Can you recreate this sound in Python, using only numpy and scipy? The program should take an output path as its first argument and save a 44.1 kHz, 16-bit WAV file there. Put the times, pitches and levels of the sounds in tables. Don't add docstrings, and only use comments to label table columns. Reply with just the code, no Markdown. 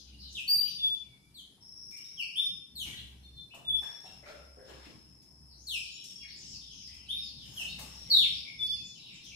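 import sys
import numpy as np
from scipy import signal
from scipy.fft import rfft, irfft
from scipy.io import wavfile
from scipy.ndimage import uniform_filter1d

SR = 44100
rng = np.random.default_rng(int(sys.argv[2]) if len(sys.argv) > 2 else 0)


def generate_wav(signal):
    frames = np.transpose(np.atleast_2d(signal))
    scaled = np.clip(frames, -1, 1) * 32767
    pcm = np.round(scaled).astype(np.int16)
    wavfile.write(sys.argv[1], SR, pcm)


def level_to_linear(level):
    exponent = np.asarray(level, float) / 20
    return 10 ** exponent


N = 412335


def evened(x):
    return x / np.sqrt(np.mean(x ** 2) + 1e-20)


def read(points, hz):
    f, value = np.transpose(points)
    return np.interp(np.log(hz + 1), np.log(f + 1), value)


def add(mix, s, sound):
    at = round(s * SR)
    sound = sound[:, max(-at, 0):]
    part = mix[:, max(at, 0):][:, :sound.shape[1]]
    part += sound[:, :part.shape[1]]


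def columns(rows):
    s, *cols = np.transpose(rows)
    t = np.arange(s[0], s[-1], 1 / SR)
    return s[0], [np.interp(t, s, c) for c in cols]


def wobble(count, step):
    return np.interp(np.arange(count) / step, np.arange(1400), rng.standard_normal(1400))


def whistle(hz, effort_db, second_db, third_db, fourth_db, husky, edge_s=0.0018):
    trembling_hz = hz * (1 + husky * wobble(len(hz), step=90))
    phase = 2 * np.pi * np.cumsum(trembling_hz) / SR
    tone = np.zeros(len(hz))
    for k, db in enumerate((0, second_db, third_db, fourth_db, fourth_db - 10.0), start=1):
        tone += level_to_linear(db) * np.sin(k * phase) * (k * hz < SR / np.e)
    ends = signal.windows.tukey(len(hz), min(2 * edge_s * SR / len(hz), 1))
    return np.sqrt(2) * level_to_linear(effort_db) * tone * ends


def shaped(shape, s, length, first, last, db):
    settle, peak, start_db, end_db, hold = shape
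    u = np.linspace(0, 1, round(length * SR))
    hz = last * (first / last) ** ((1 - u) ** settle)
    rise_db = start_db * np.clip(1 - u / peak, 0, 1)
    fall_db = end_db * np.clip((u - peak) / (1 - peak), 0, 1) ** hold
    return s, (hz, db + rise_db + fall_db)


def piped(s, soft, full, hz, db):
    soft_db, jump_s, sharp, sag_db = db - 13.5, 0.019, 1.035, -6
    s, (pitch, effort_db) = columns([
        (s, sharp * hz, soft_db - 6.0),
        (s + soft / 2, np.sqrt(sharp) * hz, soft_db),
        (s + soft, 1.005 * hz, soft_db + 2.0),
        (s + soft + jump_s, hz, db),
        (s + soft + full, hz, db + sag_db)])
    pitch = pitch * (1 + 0.004 * wobble(len(pitch), step=550))
    return s, (pitch, effort_db + 3.0 * wobble(len(pitch), step=905))


# (left-right [dB], direct [dB], 2nd harmonic [dB], 3rd [dB], 4th [dB]); pipes have no direct column
FALL_VOICE = (3, -5.5, -15, -16, -20)
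HOOK_VOICE = (2, -11.5, -40, -20, -33)
PIPE_VOICE = (3.5, -50, -27.5, -36)
# (glide settling exponent, peak [share of length], start [dB], end [dB], hold exponent)
FALL_SHAPE = (1.28, 0.8, -5, -9, 0.5)
HOOK_SHAPE = (9., 0.13, -10.5, -19, 1.7)
# (time [s], length [s], first pitch [Hz], last pitch [Hz], peak [dB], brightness [dB/harmonic])
FALLS = [
    (.345, 0.06, 4100, 2385, -35, -3.5),
    (1.339, 0.076, 4750, 2946, -47, -1),
    (2.75, 0.097, 4606, 2720, -37.5, 1.5),
    (5.665, .115, 4680, 2330, -34, 0.5),
    (7.56, 0.072, 3380, 2510, -36, -0.5),
]
HOOKS = [
    (2.35, .13, 2764, 3606, -26.5, 0.),
    (7.08, 0.13, 2680, 3693, -31, 0.),
]
# (time [s], soft part [s], full part [s], settled pitch [Hz], full level [dB], direct [dB])
PIPES = [
    (.775, 0.053, 0.13, 3468, -39, 11),
    (3.645, 0.041, 0.091, 3455, -26, -3),
    (8.585, .022, 0.127, 3479, -28, -2.5),
]
# (voice, curve of (time [s], pitch [Hz], effort [dB]))
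SOLOS = [
    ((3, -4.5, -17.5, -9, -60), [(.473, 4330, -31), (.5, 4730, -24.5), (.56, 4714, -27), (.62, 4643, -33)]),
    ((3, -8, -23, -27.5, -25), [(2.165, 3406, -52), (2.2, 2824, -30), (2.24, 2155, -50)]),
    ((2, -8.5, -30, -26, -34.5), [(8.097, 4776, -27), (8.112, 4344, -18), (8.13, 3927, -20.5), (8.17, 3650, -18), (8.21, 3343, -24.5), (8.225, 2970, -30.5), (8.26, 1927, -47.5)]),
]


def near_calls(rooms):
    mix = np.zeros((2, N))
    near = [(voice, columns(rows)) for voice, rows in SOLOS]
    for voice, shape, rows in ((FALL_VOICE, FALL_SHAPE, FALLS), (HOOK_VOICE, HOOK_SHAPE, HOOKS)):
        for *row, bright_db in rows:
            harmonics_db = voice[2:] + bright_db * np.arange(1, 4)
            near.append(((*voice[:2], *harmonics_db), shaped(shape, *row)))
    for *row, direct_db in PIPES:
        near.append(((PIPE_VOICE[0], direct_db, *PIPE_VOICE[1:]), piped(*row)))
    for k, ((pan_db, direct_db, *harmonics_db), (s, (hz, db))) in enumerate(near):
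        hz = uniform_filter1d(hz, size=400, mode="nearest")
        husky = 0.0012 + 0.0006 * SR * abs(np.gradient(np.log(hz)))
        tone = whistle(hz, db, *harmonics_db, husky, edge_s=0.009)
        add(mix, s, placed(tone, rooms[k % PLACES], pan_db, direct_db))
    return mix


# (time [s], length [s], top level [dB], base rate [1/s; notes come 1.5 times as fast], fall of each
# note [Hz])
OPENINGS = [
    (1.601, 0.72, -48, 17.4, 920),
    (3.755, 0.43, -51, 24.6, 410),
    (5.841, .57, -50, 18, 300),
    (7.813, 0.58, -47.5, 20.6, 670),
]
# (time [s], length [s], first level [dB], last level [dB], base rate [1/s; notes come 1.5 times as fast])
RUNS = [
    (2.347, 0.2, -56, -49.5, 18.7),
    (4.247, 1.45, -60.5, -60, 24.9),
    (5.743, 0.066, -39, -52, 18),
    (6.431, 0.6, -53, -57, 18),
    (7.141, 0.59, -58.5, -52, 18),
    (8.327, 1.26, -52, -65, 17.9),
]


def trill(rooms):
    rest_hz, arch_hz, arch_db, run_fall_hz = 5292, 182.5, 8, 424
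    mix, parts = np.zeros((2, N)), []
    for s, length, db, base_rate, fall_hz in OPENINGS:
        arch = np.sin(np.pi * np.linspace(0, 1, round(length * SR)) ** 0.9) ** 0.73
        parts.append((s, db - arch_db * (1 - arch), rest_hz + arch_hz * arch, base_rate, fall_hz))
    for s, length, first_db, last_db, base_rate in RUNS:
        level_db = np.linspace(first_db, last_db, round(length * SR))
        parts.append((s, level_db, rest_hz, base_rate, run_fall_hz))
    for k, (s, db, hz, base_rate, fall_hz) in enumerate(parts):
        rate = base_rate * (1.5 + 0.2 * wobble(len(db), step=2700))
        u = np.cumsum(rate) / SR % 1
        tone = whistle(hz + fall_hz * (0.5 - u), db + 1.6, -20.0, -39.5, -60.0, husky=0.008)
        tone *= np.sin(np.pi * u) ** 1.8
        add(mix, s, placed(tone, rooms[k], pan_db=4.5, direct_db=-11))
    return mix


# (direct [dB], 2nd harmonic [dB], 3rd [dB], 4th [dB])
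FAR_VOICE = (-10, -27.5, -26.5, -45)


def glide(length, first, last, db):
    u = np.linspace(0, 1, round(length * SR)) ** 0.97
    husky = 0.002 + 0.2 * abs(np.log(last / first))
    return whistle(first * (last / first) ** u, db, *FAR_VOICE[1:], husky, edge_s=0.012)


# (time [s],
# length [s], first pitch [Hz], last pitch [Hz], level [dB])
FAR_LEFT = [(-.08, 0.045, 6700, 3490, -46.5), (.66, 0.086, 5500, 5250, -57.5),
            (0.663, 0.051, 6260, 5200, -49), (5.555, .11, 5620, 7020, -59), (5.89, 0.08, 7000, 6750, -58),
            (6.354, 0.073, 7890, 5420, -55.5), (6.44, .12, 7900, 5800, -57),
            (6.725, 0.093, 5670, 6640, -61.5), (6.7, 0.18, 6500, 4600, -55.5),
            (7.18, 0.11, 5500, 4330, -47.5), (7.468, .18, 6720, 6620, -59),
            (7.53, 0.057, 13450, 10300, -54), (8.588, 0.073, 7600, 5870, -63.5),
            (8.829, 0.059, 7630, 5830, -55), (9.221, 0.055, 5090, 6570, -52.5),
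            (3.15, 0.4, 5790, 5580, -79), (2.416, 0.043, 5800, 4910, -48.5)]
FAR_FALLS = [(.18, 0.1, 5010, 3704, -48), (1.913, 0.028, 2554, 2170, -47), (2.2, 0.035, 5600, 4240, -42.5),
             (2.043, .015, 4600, 3330, -51), (4.045, .04, 4600, 3200, -56), (2.8, .097, 2910, 2026, -52),
             (2.92, 0.025, 2260, 1594, -53), (2.95, 0.045, 4360, 2710, -42.5), (2.9, .04, 3600, 2610, -45),
             (5.48, 0.062, 5180, 4080, -57), (5.96, 0.049, 4220, 2950, -50),
             (6.2, 0.059, 2920, 2012, -50.5), (6.4, 0.088, 6660, 4390, -51), (6.49, .075, 5780, 4360, -46),
             (6.605, 0.0302, 3860, 2950, -46.5), (6.68, .05, 3696, 2917, -50),
             (6.82, .055, 5550, 4860, -48), (7.37, 0.079, 3815, 2974, -50), (7.6, 0.075, 3170, 2762, -41),
             (8.039, .087, 2510, 1810, -61), (8.321, 0.07, 5630, 4580, -44),
             (8.445, 0.045, 2480, 2060, -44), (8.63, .06, 4200, 5200, -46), (8.69, .06, 5290, 4210, -43.5),
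             (9.02, .11, 3995, 2208, -53), (9.201, 0.096, 4230, 2920, -53), (9.31, 0.019, 2840, 2220, -43),
             (7.12, 0.058, 2670, 2300, -59.5)]
FAR_PEEPS = [(.11, 0.029, 2980, 2790, -56), (.652, 0.02, 2700, 3490, -38),
             (1.029, 0.131, 2374, 2200, -68.5), (1.2, .08, 2343, 2310, -70.5),
             (1.961, 0.063, 2690, 3210, -61), (3.225, 0.039, 4210, 4280, -54.5),
             (3.228, .06, 3655, 3554, -55), (3.35, 0.043, 4340, 4045, -53), (3.355, 0.059, 3584, 3526, -49),
             (3.5, 0.034, 2346, 3310, -47), (4.05, 0.04, 2605, 2864, -56), (6.14, 0.09, 3260, 3330, -54),
             (6.275, 0.08, 4300, 5050, -49), (6.87, 0.095, 1950, 2770, -61), (7.66, 0.072, 3430, 3960, -44),
             (7.675, 0.039, 3940, 4710, -44.5), (8.75, 0.095, 2650, 2476, -61),
             (8.97, .19, 3920, 3670, -57)]


def far_calls(rooms):
    mix, build_s = np.zeros((2, N)), 0.017
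    far = rooms * np.clip(np.arange(rooms.shape[-1]) / SR / build_s, 0.1, 1)
    for pan_db, rows in ((8.5, FAR_LEFT), (2.5, FAR_FALLS), (1.8, FAR_PEEPS)):
        for k, (s, length, first, last, db) in enumerate(rows):
            tone = glide(length, first, last, db)
            add(mix, s, placed(tone, far[k % PLACES], pan_db, FAR_VOICE[0]))
    return mix


# (time [s], level [dB])
FLOCK = [(0, -66.5), (0.701, -51), (1.099, -75), (1.8, -101), (2.1, -73), (3.102, -84), (5.399, -121.5),
         (5.8, -51), (6.5, -63), (7.3, -59.5), (8, -63), (8.7, -61.5), (9.35, -58)]


def flock(rooms, count=360):
    dry = np.zeros((1, N))
    for s, pitch, bend in rng.random((count, 3)):
        hz = 2300.0 * 2 ** (1.1 * pitch)
        add(dry, s * N / SR, glide(0.06, hz * (1.3 + 0.3 * bend), hz, 0)[None])
    level_db = np.interp(np.arange(N) / SR, *np.transpose(FLOCK))
    return placed(dry[0] * level_to_linear(level_db), rooms[-1], pan_db=0.83, direct_db=-38.0)[:, :N]


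# (time [s], level [dB], ring [Hz], ring width [Hz])
KNOCKS = [(1.57, -68, 905, 110), (3.537, -49.5, 860, 340), (3.82, -50.5, 910, 160), (3.825, -48, 1713, 70),
          (4.04, -51, 793, 160), (4.225, -52, 600, 90), (4.232, -50, 2060, 140), (4.268, -48.5, 594, 50),
          (4.26, -49.5, 2330, 230), (4.262, -47.5, 1400, 96), (4.39, -60, 1400, 90), (4.39, -60, 570, 60),
          (4.57, -48, 522, 45), (4.59, -57, 1660, 200), (4.68, -50.5, 390, 110), (4.68, -56, 1650, 110),
          (4.86, -51, 292, 94), (7.6, -52.5, 790, 200), (7.79, -52.5, 845, 240), (7.79, -54.5, 1140, 91),
          (8.09, -52.5, 484, 87), (2.86, -50, 122.3, 14), (2.86, -53, 264, 160), (6.88, -61, 82.4, 5.6),
          (8.17, -53, 97, 5.5)]


def knocks(rooms):
    mix, t = np.zeros((2, N)), np.arange(10000) / SR
    for k, (s, db, hz, width_hz) in enumerate(KNOCKS):
        scrape = rng.standard_normal(len(t)) * np.exp(-t / 0.064)
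        mode = np.exp(-np.pi * width_hz * t) * np.sin(2 * np.pi * hz * t)
        ring = signal.fftconvolve(scrape, mode)[:len(t)]
        ring = level_to_linear(db) * ring / abs(ring).max()
        add(mix, s, placed(ring, rooms[k % PLACES], pan_db=1.5, direct_db=0.28))
    return mix


# (time [s], level [dB], width [octaves])
TICKS = [(.3264, -50, .9), (.4014, -49.5, 1.8), (1.909, -51.5, 1.8), (1.9693, -49.5, 2.1),
         (2.046, -55, 1.5), (3.5453, -50, 1.7), (3.8214, -54, 2.9), (4.6783, -67.5, 2), (5.2205, -59, 1.34),
         (6.0258, -65, 2.2), (6.0398, -41, 0.83), (6.107, -53, 1.6), (6.869, -55, 0.99), (6.9394, -56, 1.4),
         (7.7891, -39, 1.8), (9.2434, -53, 1.3)]


def ticks(rooms):
    mix, t, center_hz = np.zeros((2, N)), np.arange(10000) / SR, 5800
    hz = np.fft.rfftfreq(len(t), 1 / SR) + 1
    for k, (s, db, octaves) in enumerate(TICKS):
        shape = np.exp(-(np.log2(hz / center_hz) / octaves) ** 2)
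        band = irfft(rfft(rng.standard_normal(len(t))) * shape)
        tick = level_to_linear(db + 3.0) * evened(band) * np.exp(-t / 0.0058)
        add(mix, s, placed(tick, rooms[k % PLACES], pan_db=3.3, direct_db=-7.5))
    return mix


# (peak time [s], level [dB], rise [s], t60 [s], brightness [dB/octave])
STIR = [
    (2.88, -52.5, 0.065, 0.79, 4.5),
    (3.83, -51, 0.039, 1.3, 2),
    (4.29, -46, 0.064, 0.74, -0.8),
    (4.702, -45.5, 0.064, 0.94, -1),
    (4.86, -50.5, .1, 0.74, 0.),
    (4.06, -55, .02, .8, 2.),
    (7.459, -62, 0.011, 0.57, 4.5),
    (7.63, -53, 0.24, 0.87, 4.5),
    (7.79, -52, .01, 2.2, 3),
]
# (frequency [Hz], level [dB/Hz])
HUSKS = [(150, -28), (450, -14), (1160, -19), (1500, -19.5), (3500, -18), (6500, -26.5), (15500, -42)]


def stir_power(hz, t):
    power = 0
    for s, db, rise, t60, tilt_db in STIR:
        fade_db = np.where(t < s, 20 * (t - s) / rise, -60 * (t - s) / t60)
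        color_db = read(HUSKS, hz) - 7.0 + tilt_db * np.log2(hz / 1000 + 0.1)
        power = power + level_to_linear(2 * (db + fade_db)) * level_to_linear(2 * color_db)
    return power


HUM_HZ = 64.7
# (middle time [s], half length [s], level [dB])
SWELLS = [(0.21, 0.17, -54), (0.556, 0.12, -65), (.85, 0.075, -63), (1.065, 0.061, -66), (1.356, .12, -70),
          (1.795, .2, -74.5), (2.8, 0.079, -58.5), (3.19, 0.23, -55.5), (3.748, 0.096, -56),
          (4.207, 0.083, -63), (4.486, 0.13, -58), (4.79, 0.1, -57.5), (5.068, 0.12, -64.5),
          (5.61, 0.3, -60.5), (6.297, 0.1, -65), (6.61, 0.17, -63), (7.184, 0.39, -61), (7.855, 0.23, -56),
          (8.345, 0.11, -59.5), (8.718, 0.18, -62), (9.35, 0.089, -63)]


def hum():
    hz, t = HUM_HZ + 1.5 * wobble(N, step=6000), np.arange(0, N, 100) / SR
    level = level_to_linear(-88.5) + sum(level_to_linear(db) * np.exp(-((t - s) / half) ** 4) for s, half, db in SWELLS)
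    tone = np.sqrt(2) * np.sin(2 * np.pi * np.cumsum(hz) / SR)
    return np.interp(np.arange(N) / SR, t, level) * tone


# (time [s], level [dB])
TRAFFIC = [(0, -66), (.1, -62), (1.3, -66), (2.34, -69), (2.55, -60.5), (2.66, -67.5), (2.87, -55.5),
           (3.3, -61.5), (4.37, -69.5), (4.8, -61.5), (6.1, -65), (6.3, -60.5), (6.93, -64.5), (7.7, -55.5),
           (8.33, -57.5), (8.5, -61.5), (9.11, -59.5), (9.35, -64)]
# (frequency [Hz], level [dB/Hz])
RUMBLE = [(15, -41), (28, -34), (48, -3), (69, -1), (98, -1.5), (210, -7.5), (494, -29.5), (900, -28),
          (1170, -34.5), (1980, -120)]


def rumble_power(hz, t):
    notch_db = 14.0 * np.exp(-((hz - HUM_HZ) / 28.0) ** 2)
    level_db = np.interp(t, *np.transpose(TRAFFIC))
    return level_to_linear(2 * level_db) * level_to_linear(2 * (1.0 + read(RUMBLE, hz) - notch_db))


# (frequency [Hz], level [dB/Hz])
AIR = [(180, -44.5), (300, -4), (535, -17.5), (4150, -25), (5230, -11), (5490, -32), (5770, -19.5),
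       (6370, -26.5), (10600, -18.5), (15600, -39)]


def air_power(hz):
    return level_to_linear(2 * (-74.5 + read([(100, -66.5)] + AIR, hz)))


def hiss():
    return noise(lambda hz, t: 10 * np.log10(rumble_power(hz, t) + air_power(hz) + stir_power(hz, t)))


# (frequency [Hz], left-right likeness [0-1])
SAME = [(30, 0.92), (125, 0.85), (300, 0.93), (700, 0.17), (1500, 0.039), (15000, 0.02)]
# (frequency [Hz], left-right [dB])
LEAN = [(60, -5), (150, 4), (1000, 0.7), (10000, 7)]


def noise(field_db):
    frames, hz = N // 256 + 5, np.fft.rfftfreq(1024, 1 / SR)
    a, b, c, d, patches = rng.standard_normal((frames, 513, 5)).T
    patches = uniform_filter1d(patches, size=10, axis=0)
    patches = evened(uniform_filter1d(patches, size=14, axis=1))
    same = np.clip(read(SAME, hz), -1, 1)[:, None]
    left = a + 1j * b
    right = same * left + np.sqrt(1 - same ** 2) * (c + 1j * d)
    lean_db = read(LEAN, hz)[:, None] * np.array([0.5, -0.5])[:, None, None]
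    level_db = field_db(hz[:, None], np.arange(frames) * 256 / SR)
    z = np.array([left, right]) * level_to_linear(level_db + 2.18 * patches + lean_db)
    return signal.istft(z, nperseg=1024, noverlap=768)[1][:, :N]


PLACES = 12
# (frequency [Hz], t60 [s])
ROOM = [(300, 0.9), (2000, 0.86), (3500, .55), (5000, 0.66), (8000, 0.7), (14000, 0.34)]


def tails():
    hz, t, z = signal.stft(rng.standard_normal((PLACES, 2, 36000)), SR, nperseg=256)
    tail = signal.istft(z * level_to_linear(-60 * t / read(ROOM, hz)[:, None]), SR, nperseg=256)[1]
    s = np.arange(tail.shape[-1]) / SR
    tail *= 1 + 0.45 * np.exp(-s / 0.089)
    tail *= np.clip(s / 0.0021 - 0.3, 0, 1)
    return tail / np.linalg.norm(tail, axis=2, keepdims=True)


def placed(x, tail, pan_db, direct_db):
    room = tail.copy()
    room[[0, 1], rng.integers(0, 20, 2)] = level_to_linear(direct_db)
    return level_to_linear([[pan_db / 2], [-pan_db / 2]]) * signal.fftconvolve(x[None], room, axes=1)


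def scene():
    rooms = tails()
    birds = near_calls(rooms) + trill(rooms) + far_calls(rooms) + flock(rooms)
    return birds + knocks(rooms) + ticks(rooms) + hum() + hiss()


def masked(x):
    z = signal.stft(x, nperseg=2048, noverlap=1024)[2]
    power = uniform_filter1d((abs(z) ** 2).mean(0), size=12, axis=0)
    slope = level_to_linear(-2 * 0.25 * np.arange(200))
    spread = signal.fftconvolve(power, slope[:, None] / slope.sum(), axes=0)[:len(power)]
    margin_db = 10 * np.log10(abs(power) / (abs(spread) + 1e-30) + 1e-30) + 32.0
    return signal.istft(z * np.clip(margin_db / 3.0, 0, 1), nperseg=2048, noverlap=1024)[1][:, :N]


def low_pass(x):
    return signal.sosfilt(signal.butter(12, 15700, fs=SR, output="sos"), x)


def record(dry):
    edge = signal.firwin(511, 15690, window=("kaiser", 9), fs=SR)
    mix = signal.oaconvolve(masked(dry), edge[None], "same")
    return low_pass(mix)


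dry = scene()
out = record(dry)
generate_wav(out)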